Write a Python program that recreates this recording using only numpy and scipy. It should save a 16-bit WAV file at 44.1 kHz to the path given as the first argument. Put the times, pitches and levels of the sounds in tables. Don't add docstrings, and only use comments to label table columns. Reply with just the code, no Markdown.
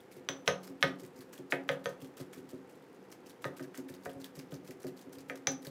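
import sys
import numpy as np
from scipy import signal
from scipy.fft import rfft, irfft, next_fast_len
from scipy.io import wavfile
from scipy.ndimage import uniform_filter1d

SR = 44100
rng = np.random.default_rng(int(sys.argv[2]) if len(sys.argv) > 2 else 0)


def how_loud(loudness_db):
    steps = np.asarray(loudness_db, float) / 20
    return 10 ** steps


def log_audio(samples):
    frames = np.atleast_2d(samples).T
    limited = np.clip(frames, -1, 1)
    pcm = np.round(limited * 32767).astype(np.int16)
    wavfile.write(sys.argv[1], SR, pcm)


N = 251645

# f/Hz, level/dB per Hz
AIR_SPECTRUM = [(15, -46), (25, -21), (48, -24.5), (192, -8.5), (388, 1.5), (524, -11.5), (669, -10.5),
                (877, -9.5), (978, -13.5), (1930, -18.5), (4130, -31), (14400, -46.5), (16500, -50.5)]
# f/Hz, width/Hz, level/dB
HUM_PEAKS = [(150, 46, -71), (191.8, 12, -71), (264.3, 38, -66), (369.5, 23, -74), (447, 80, -70.5),
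             (498, 37, -63)]
# f/Hz, t60/s
ROOM_DECAY = [(300, 0.43), (1000, 0.39), (2000, 0.23), (5000, 0.23), (13000, 0.21)]
# t/s, peak level/dB, deep level/dB, upper level/dB
COUNTER_BLOWS = [(0.166, -43.5, -61, -51), (0.292, -36.5, -51.5, -33.5), (0.478, -39, -44.5, -22),
                 (0.692, -37.5, -62, -48), (0.834, -29.5, -41.5, -23.5), (1.028, -41.5, -55.5, -52),
                 (1.184, -44, -59.5, -68), (1.39, -36, -57, -46.5), (1.529, -30, -48.5, -26.5),
                 (1.696, -40, -47, -23.5), (1.859, -53, -51.5, -29.5), (2.018, -39.5, -52.5, -50),
                 (2.201, -37, -48, -40), (2.369, -41, -59, -49), (2.533, -36, -52.5, -42.5),
                 (3.449, -34, -45.5, -28.5), (3.606, -33.5, -52.5, -38.5), (3.784, -34.5, -58.5, -43.5),
                 (3.899, -38.5, -56.5, -47), (4.062, -40.5, -54, -32.5), (4.156, -41.5, -53, -44.5),
                 (4.369, -41, -51.5, -45.5), (4.523, -38.5, -48, -40.5), (4.688, -39, -55.5, -46.5),
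                 (4.847, -32.5, -51, -36.5), (5.067, -39.5, -62, -48), (5.17, -43.5, -58, -51),
                 (5.306, -39, -61, -36.5), (5.475, -32, -47.5, -32.5), (5.669, -37.5, -51, -45)]
# f/Hz, level/dB, t60/s
DEEP_MODES = [(113.5, 1, 0.064), (145.6, 4, 0.11), (186.6, -14, 0.99)]
COUNTER_MODES = [(271.84, 0, 0.48), (261.2, -6, 0.54), (293, -7, 0.4), (363.8, -3, 0.34),
                 (386.2, -6.5, 0.49)]
UPPER_MODES = [(430, -7, .16), (492, -3, .12), (547, 0, .155), (590, -6, .07), (635, -7, .08),
               (716, -8, .09)]
# f/Hz, level/dB per Hz
PASTE_SPECTRUM = [(590, -47), (1000, -2), (1620, -2), (3600, -7), (4750, -4), (7810, -5.5), (9080, -7),
                  (15100, -8), (15800, -22)]
# plunge t/s, plunge fizz level/dB, squeeze delay t/s, squeeze fizz level/dB, smack f/Hz
FIRST_GRIP_STROKES = [(0.115, -56.5, 0.052, -59, 11100), (0.4625, -48, .05, -70, 5040),
                      (.632, -51, 0.041, -55, 5030), (0.809, -50.5, 0.067, -57.5, 8100),
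                      (0.9888, -55.5, 0.046, -54.5, 7350), (1.161, -55.5, .047, -52.5, 4040),
                      (1.3297, -49, 0.048, -56.5, 3070), (1.507, -46.5, .035, -73, 7000),
                      (1.679, -56, 0.036, -53, 4470), (1.843, -51, 0.049, -54.5, 7100),
                      (2.003, -57, .043, -56.5, 3060), (2.1697, -52, 0.034, -50.5, 4200),
                      (2.3308, -50, 0.049, -59.5, 3390), (2.4925, -54, 0.048, -65, 3680),
                      (2.6957, -59, 0.058, -70, 10200)]
SECOND_GRIP_STROKES = [(3.099, -63, 0.022, -54.5, 5560), (3.262, -53.5, 0.034, -55, 5300),
                       (3.422, -55, 0.032, -53, 8050), (3.568, -55, 0.059, -53, 5140),
                       (3.745, -52.5, 0.03, -51, 7100), (3.887, -51.5, 0.053, -55, 3600),
                       (4.0355, -57, .059, -53.5, 2970), (4.2026, -53, 0.041, -49.5, 3530),
                       (4.3534, -53, 0.037, -50.5, 5400), (4.510, -54.5, 0.031, -53.5, 4590),
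                       (4.648, -58, 0.028, -54, 5070), (4.8215, -54, .047, -52.5, 4650),
                       (4.969, -55.5, 0.044, -55.5, 4760), (5.128, -51.5, 0.058, -53.5, 4660),
                       (5.287, -57.5, 0.07, -56, 9100), (5.6222, -57, 0.027, -50.5, 5670)]
# t/s, fizz level/dB, smack f/Hz, smack above fizz level/dB
STRAY_SMACKS = [(0.644, -54, 5900, 3.5), (0.699, -62, 8000, 12), (1.0161, -71, 7390, 10),
                (1.063, -64, 7900, 18.5), (1.19, -62, 5500, 14), (1.3287, -63, 7700, 18),
                (1.3795, -64, 3100, 19), (3.117, -63.5, 5600, 20), (.004, -63.5, 3300, 13),
                (2.016, -53, 3100, 6), (2.073, -69, 7920, 15), (2.823, -68, 3330, 6),
                (2.929, -65.5, 9000, 6), (3.5957, -52.5, 3080, -7), (3.7765, -60.5, 6850, 25.5),
                (4.0507, -47, 6070, 3), (4.133, -65, 10500, 18), (4.2438, -60.5, 3250, 24),
                (4.3924, -65, 5400, 21), (4.708, -49, 5320, 5), (4.8, -59, 5000, 0), (4.9923, -53, 3220, 5),
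                (5.516, -53, 11100, 7), (5.669, -46, 4180, 12.5)]
# t/s, peak level/dB, ring f/Hz, lasting tone relative level/dB
PESTLE_PINGS = [
    (0.2884, -28, 6080, -13),
    (0.4785, -27.5, 6250, -16),
    (1.857, -43.5, 6280, -8),
    (3.4423, -48, 6000, -19),
    (5.2993, -51, 6100, -27),
    (5.471, -17.5, 6100, -27),
]
# f/ring f, level/dB, t60/s
PESTLE_MODES = [(.98, 6, 0.013), (1.002, 0.5, 0.022), (1.03, -2, 0.017), (1.2, -10, 0.0083),
                (.62, -21, .008), (.8, -13, .006), (1.715, -35, .08), (2.11, -23, 0.011),
                (2.57, -21, 0.013)]
# t/s, knock peak level/dB, sharp edge level/dB, bowl level/dB, knock f/Hz
STONE_KNOCKS = [(0.2883, -22.5, -19.5, -42, 1596), (0.4776, -15.5, -10, -19.5, 1508),
                (0.8272, -10.5, -10.5, -16, 1810), (1.523, -13.5, -40, -22.5, 2100),
                (1.6909, -17, -20.5, -24, 1746), (1.858, -24.5, -27.5, -28, 1455),
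                (2.172, -70, -43.5, -50, 1910), (2.2035, -67, -44.5, -49, 1880),
                (2.3332, -43.5, -45, -58, 1570), (3.4432, -26.5, -27.5, -27.5, 1360),
                (3.5958, -36.5, -66.5, -40, 1552), (3.745, -38.5, -59, -45, 1670),
                (4.0583, -31.5, -47, -35.5, 1480), (4.5201, -52, -46, -49, 1630),
                (4.841, -59, -57, -50, 1440), (5.2981, -25, -35, -33.5, 1960),
                (5.471, -18.5, -15.5, -31, 1930)]
# f/Hz, level/dB, t60/s
BOWL_MODES = [(905, -11, 0.2), (958, -11.5, 0.23), (1205, -8.5, 0.11), (1246, 2, 0.14), (1387, -4, 0.065),
              (1494, -6, 0.092), (1540, 0.5, 0.13), (1697, -8, 0.086), (1745, -1.5, 0.076),
              (1826, -2, 0.17), (1924, -5.5, 0.16), (2032, -5, 0.067), (2160, -16, 0.07), (2486, -17, .1)]
RIM_MODES = [(10480, 0, .02), (10200, -1, .012)]
WALL_MODES = [(637, 13.5, 0.014), (815, -0.5, 0.044), (1010, 1, 0.013)]
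LIP_MODES = [(3080, 0, .007), (3330, -4, .012), (4400, -6, .006)]
# f/Hz, level/dB per Hz
GRIT_SPECTRUM = [(350, -43.5), (600, -11), (1610, -8), (3300, -12), (4980, -2), (6370, -4), (8050, -71.5),
                 (10300, -10), (12800, -39), (16000, -28)]
# f/Hz, width/Hz, depth (0-1)
BOWL_DIPS = [(1104, 75, 0.32), (2750, 460, 0.26)]

# smack above fizz level/dB, lower part relative level/dB, t60/s, rise t/s
PLUNGE, SQUEEZE = (2.5, -0.81, 0.15, 0.008), (7.9, 3.2, 0.095, 0.005)
STRAY, SPLASH = (0, -2, 0.068, 0.003), (0, 6.8, 0.03, 0.0008)
SPLASH_DB = -31
CREEP_DB, CREEP_RISE_S, CREEP_T60_S, REST_DB = -8, 0.005, 0.09, -81
FADE_BEND = 1.415
FLICKER_DB, FLICKER_S = 2.2, 0.005
DULL_DB_PER_OCTAVE = -16
SNAP_SAMPLES = 400


def evened(x):
    return x / np.sqrt(np.mean(x ** 2) + 1e-20)


def read(points, hz):
    f, value = np.transpose(points)
    return np.interp(np.log(hz + 1), np.log(f + 1), value)


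def add(mix, s, sound):
    part = mix[max(round(s * SR), 0):][:len(sound)]
    part += sound[:len(part)]


def coloured(x, points):
    size = next_fast_len(len(x))
    gain = how_loud(read(points, np.fft.rfftfreq(size, 1 / SR)))
    return irfft(rfft(x, size) * gain, size)[:len(x)]


def ring(modes, rise_s, spread_db):
    t = np.arange(round(max(mode[2] for mode in modes) * SR)) / SR
    out = np.zeros(len(t))
    for hz, db, t60 in modes:
        share, phase = rng.random(2)
        level_db = db + spread_db * (2 * share - 1)
        out += how_loud(level_db - 60 * t / t60) * np.sin(2 * np.pi * (hz * t + phase))
    out = out * (1 - np.exp(-(t / rise_s) ** 2))
    return out / abs(out).max()


def hum():
    out = how_loud(AIR_DB - 2.5) * evened(coloured(rng.standard_normal(N), AIR_SPECTRUM))
    turn = 2j * np.pi * np.arange(N) / SR
    for hz, width, db in HUM_PEAKS:
        r = np.exp(-np.pi * width / SR)
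        slow = rng.standard_normal(N) + 1j * rng.standard_normal(N)
        slow = signal.lfilter([1 - r], [1, -r], slow)
        slow = signal.lfilter([1 - r], [1, -r ** 3], slow)
        out = out + how_loud(db) * evened((slow * np.exp(turn * hz)).real)
    return out


AIR_DB = -55.5


def kitchen(x, count=3, turns_per_s=1.677):
    out, at = np.zeros(N), np.arange(130, SR // 2 - 20, 14)
    for k in range(count):
        taps = np.zeros(SR // 2)
        taps[at + rng.integers(0, 14, len(at))] = rng.choice([-1.0, 1.0], len(at))
        hz, t, z = signal.stft(taps, SR, nperseg=256)
        decay = how_loud(-60 * t / read(ROOM_DECAY, hz)[:, None])
        tail = signal.istft(z * decay, SR, nperseg=256)[1]
        angle = np.pi * (turns_per_s * np.arange(N) / SR + k / count)
        share = np.sqrt(2 / count) * np.cos(angle)
        out += signal.fftconvolve(x * share, tail / np.linalg.norm(tail))[:N]
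    return out


def thuds():
    out = np.zeros(N)
    for s, db, deep_db, upper_db in COUNTER_BLOWS:
        cushion = np.clip((-34 - upper_db) / 8, 1, 2.5)
        dulling = DULL_DB_PER_OCTAVE * (cushion - 1)
        upper = [(hz, level + dulling * np.log2(hz / UPPER_MODES[0][0]), t60)
                 for hz, level, t60 in UPPER_MODES]
        add(out, s + 0.00093, how_loud(deep_db + 7.5) * ring(DEEP_MODES, rise_s=0.0068, spread_db=3.0))
        add(out, s - 0.004, how_loud(db - 3.5) * ring(COUNTER_MODES, rise_s=0.0033 * cushion, spread_db=-6.0))
        add(out, s - 0.002, how_loud(upper_db - 1.5) * ring(upper, rise_s=0.0015 * cushion, spread_db=-5.0))
    return out


def bursts():
    strokes = FIRST_GRIP_STROKES + SECOND_GRIP_STROKES
    pitch = 2360.0 * 4.0 ** rng.random(len(strokes))
    plunges = [(row[0], row[1], hz, PLUNGE) for row, hz in zip(strokes, pitch)]
    squeezes = [(s + after, db, hz, SQUEEZE) for s, _, after, db, hz in strokes]
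    strays = [(s, db, hz, (above_db, *STRAY[1:])) for s, db, hz, above_db in STRAY_SMACKS]
    return plunges + squeezes + strays


def bubbles(per_s=610.0, count=14):
    out, t = np.zeros(N), np.arange(SNAP_SAMPLES // 2) / SR
    size = how_loud(6.5 * np.minimum(rng.exponential(1, N), 3)) * (rng.random(N) < per_s / SR)
    kind = rng.integers(0, count, N)
    for k, hz in enumerate(np.geomspace(1700, 13000, count)):
        pop = np.sin(2 * np.pi * hz * t) * (1 - np.exp(-t * hz)) * np.exp(-t * hz / 1.9)
        out = out + signal.oaconvolve(size * (kind == k), pop * np.sqrt(hz))[:N]
    return evened(out)


def squelch(events, per_s=2500.0, lumpy_db=4.5):
    pops = rng.standard_normal(N) * (rng.random(N) < per_s / SR)
    pops = pops * how_loud(lumpy_db * np.minimum(rng.exponential(1, N), 4))
    fizz = coloured(evened(pops) + 0.59 * bubbles() + rng.standard_normal(N), PASTE_SPECTRUM)
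    flicker, span = rng.standard_normal(N), round(FLICKER_S * SR)
    flicker = uniform_filter1d(uniform_filter1d(flicker, span), span)
    fizz = fizz * how_loud(FLICKER_DB * evened(flicker))
    low = signal.sosfiltfilt(signal.butter(2, 5500, fs=SR, output="sos"), fizz)
    high = fizz - low

    creep, u = np.full(N, how_loud(REST_DB) ** 2), np.arange(SR // 4) / SR
    for s, db, *_ in FIRST_GRIP_STROKES + SECOND_GRIP_STROKES:
        closing = how_loud(db + CREEP_DB - 60 * u / CREEP_T60_S) * (1 - np.exp(-u / CREEP_RISE_S))
        add(creep, s, closing ** 2)
    high_power, low_power = creep.copy(), creep.copy()
    splashes = [(s + 0.0018, max(knock_db, edge_db) + SPLASH_DB, 0, SPLASH)
                for s, knock_db, edge_db, *_ in STONE_KNOCKS]
    for s, fizz_db, _, (_, low_db, t60, rise_s) in events + splashes:
        fade = how_loud(fizz_db - 6.5 - 60 * (u / t60) ** FADE_BEND)
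        burst = (fade * (1 - np.exp(-(u / rise_s) ** 2))) ** 2
        add(high_power, s - rise_s, burst)
        add(low_power, s - rise_s, burst * how_loud(2 * low_db))
    return (high * np.sqrt(high_power) + low * np.sqrt(low_power)) / np.std(high)


def smacks(events):
    out, t = np.zeros(N), np.arange(SNAP_SAMPLES) / SR
    for s, db, hz, (above_db, *_) in events:
        tick = rng.standard_normal(len(t)) * np.exp(-t / 0.0024)
        pop = np.sin(2 * np.pi * hz * t * (1 + 30 * t))
        pop = pop * (1 - np.exp(-t * hz)) * np.exp(-t * hz / 2.3)
        add(out, s, how_loud(db + above_db - 0.5) * (1.95 * pop + 0.27 * np.diff(tick, prepend=0)))
    return out


def pings():
    out = np.zeros(N)
    for s, db, hz, tone_db in PESTLE_PINGS:
        modes = [(hz * k, mode_db, t60) for k, mode_db, t60 in PESTLE_MODES] + [(hz, tone_db, 0.17)]
        add(out, s, how_loud(db) * ring(modes, rise_s=0.00014, spread_db=0.5))
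    return out


def crack(hz, glide, life_s):
    t = np.arange(SNAP_SAMPLES) / SR
    turns = np.cumsum(hz * (0.85 + 0.42 * np.exp(-glide * t))) / SR
    snap = np.sin(2 * np.pi * turns) * (t / life_s) ** 1.2 * np.exp(-t / life_s)
    return snap / abs(snap).max()


def hollowed(x):
    for hz, width, depth in BOWL_DIPS:
        x = x - depth * signal.lfilter(*signal.iirpeak(hz, hz / width, SR), x)
    return x


def knocks():
    sharp, rung, t = np.zeros(N), np.zeros(N), np.arange(SNAP_SAMPLES) / SR
    for s, knock_db, edge_db, bowl_db, hz in STONE_KNOCKS:
        peak_db = max(edge_db, knock_db)
        grit = evened(coloured(rng.standard_normal(len(t)), GRIT_SPECTRUM)) * np.exp(-t / 0.0014)
        edge = crack(3180.0, glide=3900.0, life_s=0.00017) + 0.13 * grit
        add(sharp, s + 0.000099, how_loud(knock_db) * crack(hz, glide=2260.0, life_s=0.0003))
        add(sharp, s, how_loud(edge_db) * edge)
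        add(sharp, s, how_loud(peak_db - 34) * ring(RIM_MODES, rise_s=0.0003, spread_db=1.5))
        add(sharp, s + 0.00075, how_loud(peak_db - 19) * ring(WALL_MODES, rise_s=0.0032, spread_db=-8.5))
        add(sharp, s, how_loud(edge_db - 9.5) * ring(LIP_MODES, rise_s=0.00023, spread_db=4.0))
        body = [(hz * 1.2, 0, 0.045), (hz * 0.98, -3, 0.035), (hz * 0.67, -4, 0.04)]
        add(rung, s + 0.001916, how_loud(knock_db - 13.5) * ring(body, rise_s=0.00075, spread_db=-3.0))
        add(rung, s, how_loud(bowl_db - 5.0) * ring(BOWL_MODES, rise_s=0.002, spread_db=-3.5))
    return hollowed(sharp), rung


def scene():
    sharp, rung = knocks()
    ping, low = pings(), thuds()
    events = bursts()
    wet = squelch(events) + smacks(events)
    sent = how_loud(-6) * sharp + how_loud(-3.5) * ping + how_loud(-14.5) * rung + how_loud(-7.5) * low + how_loud(-10) * wet
    return (sharp + ping + rung + low + wet + kitchen(sent) + hum())[None]


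def roll_off(x):
    return signal.sosfilt(signal.butter(12, 16640, fs=SR, output="sos"), x)


def record(dry):
    cut = signal.sosfilt(signal.butter(3, 62, "high", fs=SR, output="sos"), dry)
    cut = signal.sosfilt(signal.cheby2(12, 22, 16050, fs=SR, output="sos"), cut)
    return roll_off(cut)


dry = scene()
out = record(dry)
log_audio(out)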